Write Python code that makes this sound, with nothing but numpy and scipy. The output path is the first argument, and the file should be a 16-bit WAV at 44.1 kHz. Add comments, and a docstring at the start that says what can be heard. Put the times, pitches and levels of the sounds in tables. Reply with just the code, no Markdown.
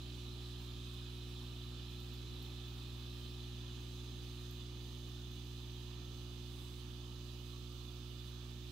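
"""An aquarium filter pump hums and faintly buzzes in a quiet room, to the right of a hand-held camera, while
water hisses through its plastic housing and bubbles burst with thin ticks. At 2.2 s the fizz steps up; from
3.2 s the housing's tone shifts as the camera turns; from 3.7 to 8 s the left side slowly falls into shade,
the right side nearly steady. The hum is a stack of mains harmonics, the buzz a comb of higher ones; the water
is shaped and resonant noise, each bubble a short ring with a noisy wash."""
import sys
import numpy as np
from scipy import signal
from scipy.fft import rfft, irfft, next_fast_len
from scipy.io import wavfile
from scipy.ndimage import uniform_filter1d, map_coordinates

SR = 44100
rng = np.random.default_rng(int(sys.argv[2]) if len(sys.argv) > 2 else 0)


def to_linear_factor(level_db):
    """Convert decibel levels (scalar or array-like) to linear amplitude factors."""
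    exponent = np.asarray(level_db, float) / 20
    return 10 ** exponent


def put_to_file(sound):
    """Save the sound as 16-bit audio at rate SR, in the file named by the first command-line argument."""
    columns = np.atleast_2d(sound).T  # one column per channel
    safe = np.clip(columns, -1, 1)
    whole_steps = np.round(safe * 32767)
    wavfile.write(sys.argv[1], SR, whole_steps.astype(np.int16))


N = 384111  # length in samples

MAINS_HZ = 60.022
BODY_HZ, HISS_HZ, SPRAY_HZ, FIZZ_HZ = 600, 2000, 7500, 10200  # where each noise layer begins

# Levels of hum, buzz and noise hold 22 % of the way into the shade, where its gain is 0 dB.
# Harmonics of the coil's hum, from the mains frequency up.
# Each row: left rms level in dB, right rms level in dB, both before the waver.
HUM_HARMONICS = [(-51.9, -49.8), (-51.5, -50.5), (-68.5, -65.6), (-61.8, -62.0), (-67.9, -63.1),
                 (-61.5, -60.7), (-74.8, -85.5), (-80.7, -87.2), (-88.6, -80.4), (-92.2, -77.0),
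                 (-103.2, -93.1), (-98.8, -79.6), (-96.9, -79.0), (-95.8, -85.5), (-91.0, -79.4),
                 (-95.8, -88.6), (-101.5, -87.2), (-97.2, -85.3), (-103.9, -95.7), (-86.8, -73.1),
                 (-101.8, -87.7), (-94.0, -75.2), (-103.9, -103.9), (-99.9, -103.9), (-103.9, -94.2),
                 (-100.1, -91.2), (-103.9, -88.1), (-99.3, -84.4), (-97.8, -86.9), (-91.7, -79.5)]
# Outline of the high buzz harmonics, before their uneven sizes.
# Each row: frequency in Hz, left rms level in dB, right rms level in dB.
BUZZ_OUTLINE = [(4900, -120, -110), (5300, -104, -92), (5800, -110, -99), (6200, -103, -92),
                (6700, -111, -99), (7100, -106, -94), (8000, -106, -96), (8700, -107, -98),
                (9300, -98, -100), (10000, -104, -103), (11500, -115, -106), (13300, -114, -103),
                (15700, -118, -106)]
# Low rumble of pump and room.
# Each row: frequency in Hz, left level in dB per Hz, right level in dB per Hz, left-right likeness from 0 to 1.
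RUMBLE_SPECTRUM = [(20.3, -94, -88, 0), (40.2, -99, -91, 0.7), (96, -84, -86, 0.64),
                   (160, -87.5, -92.5, 0.25), (200, -88, -84.5, 0.9), (289, -86.5, -89, 0.46),
                   (333, -89.5, -97.5, 0.86), (415, -92, -96, 0.33), (552, -102.5, -100.7, 0.4),
                   (640, -106.7, -99.7, 0.7), (900.0, -105.8, -96, 0.63), (1180, -106.9, -95, 0.46),
                   (1310, -107.8, -97.5, 0.15), (2000, -107.8, -102.3, 0.35)]
# Broad hiss of the water.
# Each row: frequency in Hz, left level in dB per Hz, right level in dB per Hz, left-right likeness from 0 to 1.
HISS_SPECTRUM = [(2020, -107.8, -103.0, 0.3), (2410, -106.8, -96.5, 0.67), (2700, -105.9, -92.5, 0.1),
                 (3240, -101.2, -90.5, 0.56), (3790, -94, -90, 0.37), (4200, -101.0, -93, 0.33),
                 (4740, -103.6, -93, 0.6), (4960, -110.2, -95.5, 0.6), (5970, -111.5, -99.5, 0.4),
                 (8120, -115.5, -105.4, 0.36), (9150, -112.3, -110.1, 0.14), (10300, -113.4, -111.2, 0.03),
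                 (11800, -115.0, -109.2, 0.2), (15500.0, -115.1, -108.6, 0.3)]
# Resonances of the plastic housing, with levels midway through the turn.
# Each row: centre in Hz, width at half amplitude in Hz, left peak in dB per Hz, right peak in dB per Hz,
# change over the whole turn in dB.
HOUSING_RESONANCES = [(2550, 170, -104, -91.5, -3), (2943, 120, -102, -86, 0.5),
                      (3150, 130, -99, -86, -2.5), (3485, 102, -93, -82, 0.5),
                      (3613, 250, -96, -89.5, -3.5), (3935, 200, -96.5, -86, -3),
                      (4098, 112, -89.5, -89, -2), (4940, 200, -112, -98.5, 4), (6270, 400, -114, -99, 8.5),
                      (9660, 490, -110, -122, 4), (11260, 700, -125, -110, -7),
                      (13500, 1100, -125, -114, 1)]
# Bursting bubbles, one of them large and low.
# Each row: start in seconds, level in dB before the onset and the left side's shade, pitch in Hz.
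BUBBLE_BURSTS = [(0.9363, -56.5, 14000), (2.0018, -51.5, 14600), (2.136, -49.5, 13700),
                 (2.4254, -49.5, 14000), (2.6803, -51.5, 14900), (2.738, -55, 15300), (2.9911, -57, 15100),
                 (3.3124, -56.5, 15500), (3.8122, -56.5, 14000), (4.5096, -48.5, 13400),
                 (5.0893, -55.5, 14000), (5.3158, -54.5, 13300), (5.446, -57.5, 13100), (5.62, -59, 12600),
                 (6.15, -58, 13000), (7.53, -57, 1137), (7.7233, -57.5, 14200)]


def unit(x):
    """Scales a signal to rms 1."""
    return x / np.sqrt(np.mean(x ** 2) + 1e-20)


def along(points, hz):
    """Reads each column after the Hz on a log frequency axis."""
    f, *columns = np.transpose(points)
    return np.array([np.interp(np.log(hz + 1), np.log(f + 1), c) for c in columns])


def ramp(start_s, end_s):
    """Rises evenly from 0 to 1 between two times."""
    return np.interp(np.arange(N) / SR, [start_s, end_s], [0, 1])


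def wobble(rate):
    """A smooth random curve with the given number of knots a second."""
    coarse = np.arange(0, N + 64, 64)
    knots = rng.standard_normal(int(N * rate / SR) + 4)
    smooth = map_coordinates(knots, [coarse * rate / SR])
    return np.interp(np.arange(N), coarse, smooth)


def patches(shape, bins, frames):
    """A random field blurred over frequency bins and time frames, at rms 1."""
    tall = uniform_filter1d(rng.standard_normal(shape), bins, 0)
    return unit(uniform_filter1d(tall, frames, 1))


def rush(gain, alike, patchy_db, slow_db):
    """Patchy stereo noise: gain(Hz) colours each side, alike(Hz) sets how much the sides share."""
    z = signal.stft(rng.standard_normal((2, N)), nperseg=512)[2]
    shape = z.shape[1:]
    field_db = patchy_db * patches(shape, 6, 14) + slow_db * patches(shape, 4, 60)
    pair = unit(signal.istft(z * to_linear_factor(field_db), nperseg=512)[1][:, :N])
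    m = next_fast_len(N)
    hz = np.fft.rfftfreq(m, 1 / SR)
    right, other = rfft(pair, m)
    share = np.clip(alike(hz), 0, 1)
    left = share * right + np.sqrt(1 - share ** 2) * other
    sides = np.array([left, right])
    return irfft(sides * gain(hz) * np.sqrt(SR / 2), m)[..., :N]  # dB per Hz to full-band noise


def band(table, lo_hz, hi_hz, patchy_db, slow_db):
    """Noise following a table's spectrum between two sharp edges."""
    def gain(hz):
        return to_linear_factor(along(table, hz)[:2]) * ((hz >= lo_hz) & (hz < hi_hz))

    return rush(gain, lambda hz: along(table, hz)[2], patchy_db, slow_db)


def hum():
    """The coil's mains-locked harmonics; each wavers a little and reaches the far left port late."""
    turn = 2 * np.pi * MAINS_HZ * (np.arange(N) / SR - .0054)
    out = np.zeros((2, N))
    for k, (left_db, right_db) in enumerate(HUM_HARMONICS, 1):
        hz = k * MAINS_HZ
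        lopsided = k * (k - 1) / 2  # higher harmonics come early: a quick dip, then a slow crest
        # past its 270 Hz resonance the panel swings in opposite phase
        panel_lag = np.arctan2(11 * hz, 270 ** 2 - hz ** 2)
        late = min(2 * np.pi * hz * .00022, .5)  # radians; levels off in the upper harmonics
        waver = to_linear_factor(np.minimum(0.1 * k, 2.5) * wobble(3.09))
        phase = k * turn + lopsided - panel_lag
        left = to_linear_factor(left_db) * np.cos(phase - late)
        right = to_linear_factor(right_db) * np.cos(phase)
        out += np.sqrt(2) * waver * [left, right]
    return out


def buzz():
    """A faint rattle repeating each mains cycle: a comb of uneven high harmonics, its level wavering."""
    m = next_fast_len(N)
    hz = np.arange(80, 262) * MAINS_HZ
    uneven_db = 3 * rng.standard_normal(len(hz))
    bunched = np.exp(1.2j * rng.standard_normal(len(hz)))  # loosely in step, so the rattle bunches
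    comb = np.zeros((2, m // 2 + 1), complex)
    bins = np.round(hz * m / SR).astype(int)
    comb[:, bins] = to_linear_factor(along(BUZZ_OUTLINE, hz) + uneven_db) * bunched * m / np.sqrt(2)
    return irfft(comb, m)[:, :N] * to_linear_factor(1.3 * wobble(2.12))


def housing():
    """Flow noise ringing in the housing; resonances add in power and shift as the camera turns."""
    def seen(hz, way):
        power = 0
        for centre, width, left_db, right_db, change_db in HOUSING_RESONANCES:
            peak = 1 / (1 + (2 * (hz - centre) / width) ** 2)
            power = power + (to_linear_factor(np.array([[left_db], [right_db]]) + way * change_db) * peak) ** 2
        return power

    def gain(hz):
        return np.sqrt([seen(hz, -.5), seen(hz, .5)])

    before, after = rush(gain, lambda hz: .75 + 0 * hz, patchy_db=.6, slow_db=.7)
    return before + ramp(3.2, 3.9) * (after - before)


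def hiss():
    """Broad noise of water passing through the housing."""
    return band(HISS_SPECTRUM, HISS_HZ, SPRAY_HZ, patchy_db=1.0, slow_db=.5)


def spray(flicker_db):
    """The hiss's lower treble, flickering alike on both sides."""
    return to_linear_factor(flicker_db) * band(HISS_SPECTRUM, SPRAY_HZ, FIZZ_HZ, patchy_db=1.2, slow_db=0.7)


def surface_fizz(flicker_db):
    """Top treble of the fizzing surface, which steps up 1 dB at 2.2 s, half that on the left."""
    stir_db = ramp(2.2, 2.35) - 1
    fizz = band(HISS_SPECTRUM, FIZZ_HZ, SR / 2, patchy_db=1.1, slow_db=0.0)
    # the left side's steadier microphone hiss halves the swell and flicker, in dB
    return fizz * to_linear_factor((stir_db + flicker_db) * np.array([[.5], [1]]))


def bubbles():
    """Each burst rings for a few dozen cycles under a noisy snap and a fizzy wash, cut at 1/8 s."""
    ring_cycles, snap_s, wash_s = 210, .01, 0.37  # each a 60 dB decay
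    snap_db, usual_wash_db, left_shade_db = -13, -16, -10
    out, t = np.zeros((2, N + SR)), np.arange(SR // 8) / SR
    # fainter, fizzier bursts at random: start s, level dB, pitch Hz, wash dB
    small = rng.random((24, 4)) * [N / SR, 6, 4500, 8] + [0, -72, 10800, -9]
    listed = [(*row, usual_wash_db) for row in BUBBLE_BURSTS]
    for start_s, db, hz, wash_db in [*listed, *small]:
        onset = 1 - np.exp(-hz * t / 5)
        ring = np.sin(2 * np.pi * hz * t) * to_linear_factor(-60 * hz * t / ring_cycles) * onset
        edges = np.clip([.92 * hz, 1.09 * hz], 1, SR / 2 - 1)
        bandpass = signal.butter(2, edges, "bandpass", fs=SR, output="sos")
        noise = unit(signal.sosfilt(bandpass, rng.standard_normal((2, len(t)))))
        snap_and_wash = to_linear_factor(snap_db - 60 * t / snap_s) + to_linear_factor(wash_db - 60 * t / wash_s)
        burst = to_linear_factor(db) * (ring + snap_and_wash * noise)
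        out[:, round(start_s * SR):][:, :len(t)] += burst * to_linear_factor(np.array([[left_shade_db], [0]]))
    return out[:, :N]


def rumble(lo_hz, hi_hz, patchy_db, slow_db):
    """Low noise of pump and room between two edges."""
    return band(RUMBLE_SPECTRUM, lo_hz, hi_hz, patchy_db, slow_db)


def scene():
    """Mixes pump, water, bubbles and room; the left side falls into shade, the right is nearly steady."""
    shade = ramp(3.7, 8) - .22  # 0 at the point where the tables hold

    def shaded(left_db, right_db):
        """Gain for a level change in dB on each side over the whole ramp."""
        return to_linear_factor(np.outer((left_db, right_db), shade))

    low = hum() + rumble(0, BODY_HZ, patchy_db=.8, slow_db=.8)
    body = rumble(BODY_HZ, HISS_HZ, patchy_db=1.2, slow_db=1)
    water = body + hiss() + housing() + buzz()
    flicker_db = 0.8 * wobble(5) + 0.8 * wobble(14)  # spray and fizz flicker together
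    mix = low * shaded(-1.7, -0.4) + water * shaded(-4.5, -0.57)
    mix += spray(flicker_db) * shaded(-3, -0.5)
    mix += surface_fizz(flicker_db) * shaded(-2.5, .8)  # the right side's fizz rises slightly
    return mix + bubbles()


def band_limit(x):
    """A steep low-pass at the top of the band."""
    return signal.sosfilt(signal.butter(12, 15960, fs=SR, output="sos"), x)


def record(dry):
    """The camera's band limit: everything from 15760 Hz up is cut away."""
    m = next_fast_len(N)
    below_limit = np.fft.rfftfreq(m, 1 / SR) < 15760
    kept = irfft(rfft(dry, m) * below_limit, m)[:, :N]
    return band_limit(kept)


dry = scene()
out = record(dry)
put_to_file(out)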